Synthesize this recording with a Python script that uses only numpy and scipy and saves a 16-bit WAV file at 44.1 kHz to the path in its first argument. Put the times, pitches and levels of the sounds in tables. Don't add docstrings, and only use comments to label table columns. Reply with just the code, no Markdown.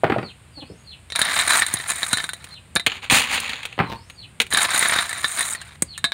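import sys
import numpy as np
from scipy import signal
from scipy.fft import rfft, irfft
from scipy.io import wavfile
from scipy.ndimage import uniform_filter1d, minimum_filter1d

SR = 44100
rng = np.random.default_rng(int(sys.argv[2]) if len(sys.argv) > 2 else 0)


def unload_audio(sound):
    columns = np.transpose(np.atleast_2d(sound))
    steps = np.round(np.clip(columns, -1, 1) * 32767)
    wavfile.write(sys.argv[1], SR, steps.astype(np.int16))


N = 270333
TIME = np.arange(N) / SR
HIT_TIME = TIME[:SR // 3]

# (frequency [Hz], level [dB])
YARD_SPECTRUM = [(25, -12), (45, -2.5), (75, 6.5), (150, 1), (280, -12), (450, -15.5), (1300, -17.5),
                 (2700, -17.5), (4200, -23.5), (5900, -36.5), (7400, -25.5), (9000, -18), (10200, -32),
                 (15500, -43)]
# (start [s], level [dB])
WHISTLES = [(0.099, -72), (0.607, -64), (3.92, -61.5)]
# (time from its start [s], pitch before transposing [Hz], level [dB])
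WHISTLE_SHAPE = [(0.0, 4550, -18), (0.025, 4470, 6), (0.06, 5100, -6), (0.1, 5560, -5), (0.13, 6550, -20),
                 (0.17, 6950, -1), (0.22, 7040, -14)]
# (time [s], length [s], middle pitch [Hz], level [dB])
CLUCKS = [(0.567, 0.04, 275, -39), (0.617, 0.03, 274.5, -35)]
# (frequency [Hz], level [dB])
THROAT = [(150, 10.5), (290, 9), (580, 1), (880, 1.5), (1400, -14), (3000, -24), (8000, -60)]
# (time of the downward break [s], level [dB], held pitch [Hz])
PEEPS = [(0.28, -38.5, 4310), (0.599, -37.5, 4276), (0.912, -37.5, 4190), (2.551, -39.5, 4120),
         (3.895, -41.5, 3980), (4.22, -37.5, 4280), (5.596, -41, 4230), (5.928, -36.5, 4290)]
# (time from the break [s], pitch over held pitch [ratio], level [dB])
PEEP_SHAPE = [(-0.075, 1.14, -26), (-0.05, 1.08, -15), (-0.034, 1.025, -1), (-0.012, 1.0, 0),
              (0.002, .95, -2), (0.012, .76, -3), (0.03, .6, -7), (0.042, .54, -26)]

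# (time [s], knock [dB], hollow pop [dB], pitch of the struck tube [Hz], thud [dB])
BUMPS = [(0.035, -27.5, -12, 626, -39), (0.042, -21, -17.5, 406, -19), (0.099, -23.5, -19, 372, -22.5),
         (0.121, -23.5, -21, 280, -30), (0.162, -47, -18.5, 615, -22.5), (0.184, -29.5, -23.5, 332, -23.5),
         (0.229, -37, -46, 283, -25.5), (0.699, -69, -51, 276, -31.5), (3.779, -38, -40, 560, -29),
         (3.79, -21.5, -28, 368, -21.5), (3.801, -19.5, -20, 166, -22), (3.833, -41, -34, 314, -35)]
# (frequency [Hz], level [dB], t60 [s])
SLAT_MODES = [(160, -22, 0.098), (278.5, 2, 0.24), (405, 8.5, 0.09), (580, 7, 0.057), (745, 12.5, 0.053),
              (800, 14, 0.082), (1220, -9, 0.061), (1990, 1, 0.081)]
# (frequency [Hz], level [dB])
BAMBOO = [(60, -1.5), (130, 8.5), (250, -9), (400, -13.5), (600, -23.5), (850, -0.5), (1000, 9.5),
          (1250, 9), (1700, 5), (2050, 6), (3200, -6), (4400, -13.5), (6000, -35), (12000, -35)]
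SCRAPED_SLAT = [(150, -1.5), (320, -6.5), (550, -11), (800, -14), (940, 2), (1070, -3), (1300, -18),
                (1800, -15), (4000, -21.5), (8000, -39.5)]
THUD = [(25, -45), (50, -24), (80, -6), (115, 0), (190, -1), (350, -5), (600, -13), (1200, -35),
        (4000, -70), (16000, -90)]

# (time [s], slap [dB], spray [dB])
PLOPS = [(2.442, -38.5, -38.5), (2.864, -14, -22.5), (2.868, -14, -54), (2.898, -30, -60),
         (2.918, -26.5, -62), (3.099, -13.5, -25), (3.376, -21, -53), (3.401, -41, -27.5),
         (3.494, -27, -39), (3.533, -27, -66), (3.631, -31, -44), (3.653, -26, -34.5), (3.726, -35.5, -59),
         (4.099, -38.5, -46), (4.401, -11.5, -23), (4.416, -22.5, -26), (4.466, -39.5, -45)]
# (start [s], rise [s], hold [s], fall [dB/s], level [dB])
SLOSHES = [(2.885, 0.021, 0.065, 400, -31.5), (3.016, 0.022, 0.004, 347, -27.5),
           (3.097, 0.019, 0.055, 134, -12), (3.284, 0.057, 0.013, 240, -18.5),
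           (3.403, 0.034, 0.085, 79, -28)]
# (frequency [Hz], level [dB], t60 before damping [s])
POT_MODES = [(382, -20.5, 1), (770, -13.5, 0.49), (1400, -9, 0.28), (2310, 12, 0.12), (2380, 0, 0.059),
             (2570, -6, 0.093), (3030, -0.5, 0.48), (3400, -22, 0.083), (4570, -11, 0.34)]
# (frequency [Hz], level [dB])
WATER = [(88, -1), (150, -13), (239, 2), (314, -7), (400, -53), (441, 0.5), (598, -3.5), (1140, 0),
         (1310, 0), (2540, 11), (4320, 4), (5410, -23), (7000, -2.5), (9100, -40), (15400, -120)]
SPRAY = [(3000, 1), (5600, 0), (7050, 6.5), (7900, 5.5), (9100, 12), (10500, -2), (13000, -6),
         (15500, -2.5)]

# (time [s], thud [dB], shell crack [dB])
JOLTS = [(1.739, -27.5, -19), (2.13, -27, -22), (2.754, -30.5, -25), (2.868, -29.5, -45),
         (3.121, -17.5, -29), (4.536, -31, -21), (5.822, -25.5, -16.5), (6.042, -35, -35)]
# (time [s], low clank [dB], high ring [dB], shell click [dB])
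CLINKS = [(1.102, -42.5, -39, -50), (1.122, -37, -29, -46), (1.159, -26.5, -24, -26.5),
          (1.192, -24.5, -39, -23), (1.216, -19.5, -17, -21), (1.621, -15, -27, -27),
          (1.665, -33, -30, -26), (1.8, -31.5, -34.5, -48), (2.031, -24.5, -23, -30),
          (2.132, -21, -19, -23), (2.172, -24.5, -32, -31), (2.184, -30, -27, -51),
          (2.202, -26.5, -51, -46), (2.241, -29.5, -30, -38), (2.291, -29, -34, -36),
          (2.334, -37.5, -33.5, -34.5), (2.761, -17, -22, -46), (2.767, -21, -21, -29),
          (2.797, -29.5, -28.5, -39), (4.508, -49, -53, -41), (4.526, -26, -23, -33),
          (4.547, -18.5, -20, -28), (4.572, -15, -35, -20.5), (4.778, -27, -44, -24),
          (4.856, -26, -50, -44), (4.922, -20, -41, -41), (4.988, -23, -22.5, -34),
          (5.093, -27.5, -51, -30.5), (5.129, -28.5, -38, -31.5), (5.244, -19, -21, -47),
          (5.408, -22.5, -31, -25.5), (5.549, -30.5, -44, -38), (5.615, -35.5, -57, -40.5),
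          (5.978, -36.5, -38.5, -35), (6.042, -16.5, -15.5, -26), (6.12, -26.5, -24.5, -45)]
# (time [s], push on the basin [dB], grinding [dB])
SCOOPS = [
    [(1.15, -28.5, -43), (1.4, -21.5, -27), (1.46, -26.5, -33.5), (1.51, -16.5, -22.5), (1.59, -19.5, -21),
     (1.63, -29, -38.5), (1.85, -37, -40.5), (2.04, -32, -33), (2.23, -39.5, -38.5), (2.34, -51, -58),
     (2.55, -47.5, -58)],
    [(4.505, -40, -31), (4.55, -23.5, -39), (4.635, -20.5, -20), (4.68, -26.5, -42), (4.75, -20.5, -25),
     (5.0, -23, -30.5), (5.09, -33.5, -41.5), (5.33, -33, -32), (5.42, -29, -26.5), (5.53, -34.5, -30.5),
     (5.59, -45, -62), (5.76, -51, -57)],
]
# (frequency [Hz], level [dB], undamped t60 [s])
BASIN_MODES = [(690, -17, .22), (1142, -11, .05), (1346, -11, .05), (1590, -5, .05), (1757, -2, .09),
               (1830, -5, .045), (2080, -7, .04), (3190, -12, .05), (3618, -10, .11), (3725, -4, .12),
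               (3865, -5, .06), (3995, -5, .13), (4290, -18, .12), (5465, -27, .08), (5900, -28, .13),
               (7040, -26, .12), (8900, -22, .11)]
# (frequency [Hz], level [dB])
HEAP = [(60, -47), (200, -8), (450, -16.5), (800, -6), (1200, 2), (1750, 2.5), (2250, 5), (2750, -4.5),
        (3200, -3), (4200, -0.5), (5500, -12), (8000, -29)]
GRIT = [(2000, -9.5), (4500, -34.5), (5800, -8), (7050, 9.5), (7700, 3), (9100, 12), (10000, 1.5),
        (11000, -4.5), (13000, -9), (15500, -9)]


def from_db(db):
    return 10 ** (np.asarray(db) / 20)


def rms_one(x):
    return x / np.sqrt(np.mean(x ** 2) + 1e-20)


def steady(x, span_s=0.026):
    power = np.abs(uniform_filter1d(x ** 2, int(span_s * SR) + 1))
    return x / np.sqrt(power + 1e-4 * np.mean(x ** 2))


def add(out, s, sound):
    start = int(np.clip(round(s * SR), 0, N - 1))
    out[start:start + len(sound)] += sound[:N - start]


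def swell(start_s, rise_s, hold_s, fall_db_per_s):
    age = TIME - start_s
    return np.clip(age / rise_s, 0, 1) * from_db(-fall_db_per_s * np.maximum(age - rise_s - hold_s, 0))


def colour(x, spectrum, size=4096):
    hz, db = np.transpose(spectrum)
    gain = from_db(np.interp(np.log(np.fft.rfftfreq(size, 1 / SR) + 1), np.log(hz), db))
    cepstrum = irfft(np.log(gain))[:size // 2]
    cepstrum[1:] *= 2
    response = irfft(np.exp(rfft(cepstrum, size)))[:size // 2]
    return signal.oaconvolve(x, response)[:len(x)]


def ring(clicks, hz, t60):
    r, w = from_db(-60 / (t60 * SR)), 2 * np.pi * hz / SR
    return signal.lfilter([0, np.sin(w)], [1, -2 * r * np.cos(w), r * r], clicks + 1e-18)


def detuned(hz, spread):
    return hz * np.exp(spread * rng.standard_normal())


def burst(t60):
    return rng.standard_normal(len(HIT_TIME)) * np.exp(-np.minimum(np.log(1000) * HIT_TIME / t60, 20))


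def blow(sound, db):
    return from_db(db) * sound / np.sqrt(np.mean(sound[:SR // 100] ** 2) + 1e-20)


def contacts(per_s, spread_db):
    sizes = from_db(spread_db * np.minimum(rng.exponential(1, N), 4)) * rng.choice([-1, 1], N)
    return sizes * (rng.random(N) < per_s / SR)


def crackle(clicks):
    return signal.oaconvolve(clicks, burst(0.016)[:SR // 100])[:N] * rng.standard_normal(N)


def grains(clicks, low_hz, high_hz, cycles, count=16):
    dealt = rng.integers(0, count, N)
    pitches = np.geomspace(low_hz, high_hz, count)
    return rms_one(sum(ring(clicks * (dealt == k), hz, cycles / hz) for k, hz in enumerate(pitches)))


def whistle(shape, pitch_scale, waver):
    s, pitch, db = np.transpose(shape)
    t = np.arange(s[0], s[-1], 1 / SR)
    unsteady = 1 + waver * rms_one(uniform_filter1d(rng.standard_normal(len(t)), size=60))
    hz = pitch_scale * np.interp(t, s, pitch) * unsteady
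    return from_db(np.interp(t, s, db)) * np.sin(2 * np.pi * np.cumsum(hz) / SR)


def echoes(x, t60, wet_db):
    tail = signal.lfilter([1], [1, -.55], burst(t60)) * (HIT_TIME > .006)
    return x + from_db(wet_db) * signal.oaconvolve(x, tail / np.linalg.norm(tail))[:N]


def yard(level_db=-48):
    return from_db(level_db) * rms_one(colour(rng.standard_normal(N), YARD_SPECTRUM))


def far_bird(gain_db=-2.5):
    out = np.zeros(N)
    for s, db in WHISTLES:
        add(out, s, from_db(gain_db + db) * whistle(WHISTLE_SHAPE, pitch_scale=0.96, waver=0.013))
    return out


def hen(gain_db=-2.5, sag=0.27, hoarseness=0.55):
    out = np.zeros(N)
    for s, length, hz, db in CLUCKS:
        along = np.linspace(0, 1, int(length * SR))
        cycles = np.cumsum(hz * (1 - sag * (along - .5))) / SR
        pulses = rms_one(np.diff(np.floor(cycles), prepend=0))
        voice = colour(pulses + hoarseness * rng.standard_normal(len(along)), THROAT)
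        add(out, s, from_db(gain_db + db) * rms_one(voice * np.sin(np.pi * along)))
    return out


def chick(gain_db=-2.5):
    out = np.zeros(N)
    from_break = np.arange(PEEP_SHAPE[0][0], PEEP_SHAPE[-1][0], 1 / SR)
    rasp = np.interp(from_break, [-.004, .01], [0, .035])
    for s, db, hz in PEEPS:
        add(out, s + from_break[0], from_db(gain_db + db) * whistle(PEEP_SHAPE, hz, waver=0.017 + rasp))
    return out


def thud(db, t60):
    return blow(colour(burst(t60), THUD), db)


def dragged_shell(peak_s=3.915, peak_db=-27, rise_db_per_s=369, fall_db_per_s=294):
    below_peak_db = np.maximum(rise_db_per_s * (peak_s - TIME), fall_db_per_s * (TIME - peak_s))
    scrape = steady(colour(contacts(per_s=580, spread_db=4), SCRAPED_SLAT))
    return from_db(peak_db - below_peak_db) * scrape


def bamboo_table(rattle_db=-6, rattle_t60=0.21, pop_cycles=7.5):
    shakes = [from_db(db) * swell(s, 0.0067, 0, 60 / rattle_t60) for s, db, *_ in BUMPS]
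    settling = np.sqrt(sum(shake ** 2 for shake in shakes))
    out = settling * from_db(rattle_db) * steady(colour(contacts(per_s=1100, spread_db=2.3), BAMBOO))
    out += dragged_shell()
    for s, knock_db, pop_db, tube_hz, thud_db in BUMPS:
        crack, touch = burst(.03), burst(.003)
        slats = sum(from_db(db) * ring(touch, detuned(hz, 0.013), t60) for hz, db, t60 in SLAT_MODES)
        knock = blow(colour(crack, BAMBOO), knock_db + 1.5) + blow(slats, knock_db - 0.5)
        cycles = tube_hz * HIT_TIME
        pop = np.minimum(cycles, 1) * from_db(-60 * cycles / pop_cycles) * np.sin(2 * np.pi * cycles)
        add(out, s, knock + blow(pop, pop_db) + thud(thud_db - 4, t60=0.12))
    return out


def plops(splash_t60=0.043, treble_damping=0.45, loaded_from_s=3.2, loaded_ring=0.43):
    out = np.zeros(N)
    lowest_hz = POT_MODES[0][0]
    for s, slap_db, spray_db in PLOPS:
        touch = burst(0.002)
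        ring_share = loaded_ring if s > loaded_from_s else 1
        wall = sum(from_db(db) * ring(touch, hz, t60 * ring_share * (lowest_hz / hz) ** treble_damping)
                   for hz, db, t60 in POT_MODES)
        slap = blow(colour(burst(splash_t60), WATER), slap_db)
        spray = blow(colour(burst(splash_t60), SPRAY), spray_db)
        add(out, s, slap + spray + blow(wall, slap_db - 13))
    return out


def splashing(hard_slosh_db=-8, spray_power=1.7, rumble_power=7.5):
    slosh = sum(from_db(db) * swell(s, rise, hold, fall) for s, rise, hold, fall, db in SLOSHES)
    force = slosh / from_db(hard_slosh_db)
    drops = contacts(per_s=1500, spread_db=-2)
    fizz = crackle(drops)
    bubbles = steady(colour(grains(drops, 799, 4550, cycles=35), WATER))
    water = from_db(-7.5) * bubbles + from_db(-5.5) * steady(colour(fizz, WATER))
    spray = force ** spray_power * from_db(-4) * steady(colour(fizz, SPRAY))
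    rumble = force ** rumble_power * from_db(-6) * steady(colour(fizz, THUD))
    shell_knocks = grains(contacts(per_s=1000, spread_db=2), 2460, 5000, cycles=57, count=12)
    clatter = force ** spray_power * from_db(-8.5) * steady(shell_knocks)
    return slosh * water + from_db(hard_slosh_db) * (spray + rumble + clatter)


def shell_click(crack_t60, shell_hz=8950, ring_t60=0.04):
    hz = detuned(shell_hz, 0.059)
    tone = ring(burst(0.0016), hz, ring_t60)
    overtone = from_db(-18) * ring(burst(0.0009), hz * 1.3, ring_t60)
    crack = blow(colour(burst(crack_t60), GRIT), db=-1.5)
    snap = blow(colour(burst(0.0017), GRIT), db=-7)
    return blow(tone + overtone, db=-0.5) + crack + snap


def jolts(crack_t60=0.024):
    out = np.zeros(N)
    for s, thud_db, crack_db in JOLTS:
        add(out, s, thud(thud_db, t60=0.026) + from_db(crack_db) * shell_click(crack_t60))
        add(out, s, blow(colour(burst(crack_t60), HEAP), crack_db - 11.5))
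    return out


def basin_ring(low_hz, high_hz, ring_share):
    touch = burst(0.0028)
    return sum(from_db(db) * ring(touch, detuned(hz, 0.006), t60 * ring_share)
               for hz, db, t60 in BASIN_MODES if low_hz < hz < high_hz)


def loose_clinks(per_s=14, offsets_db=(-4, -15, -8), spread_db=2):
    rows = []
    for scoop in SCOOPS:
        s, push_db, _ = np.transpose(scoop)
        chance = rng.standard_normal((60, 4))
        gaps = (chance[:, 0] ** 2 + rng.exponential(1, len(chance))) / (2 * per_s)
        times = s[0] + np.cumsum(gaps)
        levels = np.interp(times, s, push_db)[:, None] + offsets_db + spread_db * chance[:, 1:]
        rows += list(np.column_stack([times, levels])[times < s[-1]])
    return rows


def clinks(split_hz=3000, knock_hz=1760):
    out = np.zeros(N)
    for s, clank_db, ring_db, click_db in list(CLINKS) + loose_clinks():
        ring_share = np.clip(0.75 + 0.21 * rng.standard_normal(), .3, .9)
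        crack_t60 = 0.064 * ring_share
        clank = blow(basin_ring(0, split_hz, ring_share), clank_db - 6.5)
        high_ring = blow(basin_ring(split_hz, SR, ring_share), ring_db + 1.5)
        knock = ring(burst(0.00067), detuned(knock_hz, 0.084), t60=0.056 * ring_share)
        clack = blow(knock, clank_db - 1) + blow(colour(burst(crack_t60), HEAP), clank_db - 4)
        add(out, s, clank + high_ring + clack + from_db(click_db) * shell_click(crack_t60))
    return out


def scoop_gain(column):
    curves = [np.transpose(scoop) for scoop in SCOOPS]
    return sum(from_db(np.interp(TIME, c[0], c[column], left=-150, right=-150)) for c in curves)


def stick_slip(spread_db, span_s):
    return from_db(spread_db * rms_one(uniform_filter1d(rng.standard_normal(N), int(span_s * SR) + 1)))


def scooping(squeeze_s=1.905, squeeze_width_s=0.012, wall_share=0.15, ring_share=0.45):
    squeeze = np.exp(-.5 * ((TIME - squeeze_s) / squeeze_width_s) ** 2)
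    push = scoop_gain(column=1) + from_db(-27) * squeeze
    grind = scoop_gain(column=2) + from_db(-25) * squeeze
    slips = contacts(per_s=1200 * (0.32 + np.sqrt(push / push.max())), spread_db=0.5)
    crunch = crackle(slips)
    on_wall = slips * (rng.random(N) < wall_share)
    metal = sum(from_db(db) * ring(on_wall * rng.standard_normal(N), hz, t60 * ring_share)
                for hz, db, t60 in BASIN_MODES)
    hollow = 0.34 * steady(grains(slips, 612.3, 3316, cycles=110, count=24)) + steady(crunch)
    body = from_db(-5) * steady(metal, span_s=0.26) + from_db(-2.5) * steady(colour(hollow, HEAP))
    snaps = contacts(per_s=90, spread_db=8.5)
    ticks = from_db(-2.5) * steady(grains(snaps, 8060, 10010, cycles=170), span_s=0.135)
    grit = from_db(-1.5) * steady(colour(crunch, GRIT))
    rub = from_db(-11) * rms_one(colour(rng.standard_normal(N), GRIT))
    push *= stick_slip(spread_db=2.44, span_s=0.012)
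    grind *= stick_slip(spread_db=1.77, span_s=0.008)
    return push * body + grind * (ticks + grit + rub)


def scene():
    basin = echoes(scooping() + clinks() + jolts(), t60=0.14, wet_db=-23.5)
    table = echoes(bamboo_table(), t60=0.18, wet_db=-12.5)
    pot = echoes(splashing() + plops(), t60=0.16, wet_db=-20.5)
    birds = echoes(chick(), t60=0.16, wet_db=0)
    birds += echoes(far_bird(), t60=0.29, wet_db=12)
    birds += echoes(hen(), t60=0.19, wet_db=-14)
    return (basin + table + pot + birds + yard())[None]


def record(dry, low_cut_hz=56, high_cut_hz=15700, ceiling=0.84, release_db_per_s=900):
    mic = signal.sosfilt(signal.butter(3, low_cut_hz, "high", fs=SR, output="sos"), dry)
    over_db = np.maximum(20 * np.log10(np.abs(mic[0]) / ceiling + 1e-9), 0)
    held_db = np.maximum.accumulate(over_db + release_db_per_s * TIME) - release_db_per_s * TIME
    gain_db = uniform_filter1d(minimum_filter1d(-held_db, size=45), size=45)
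    high_cut = signal.ellip(10, .1, 80, high_cut_hz, fs=SR, output="sos")
    return signal.sosfilt(high_cut, mic * from_db(gain_db))


dry = scene()
out = record(dry)
unload_audio(out)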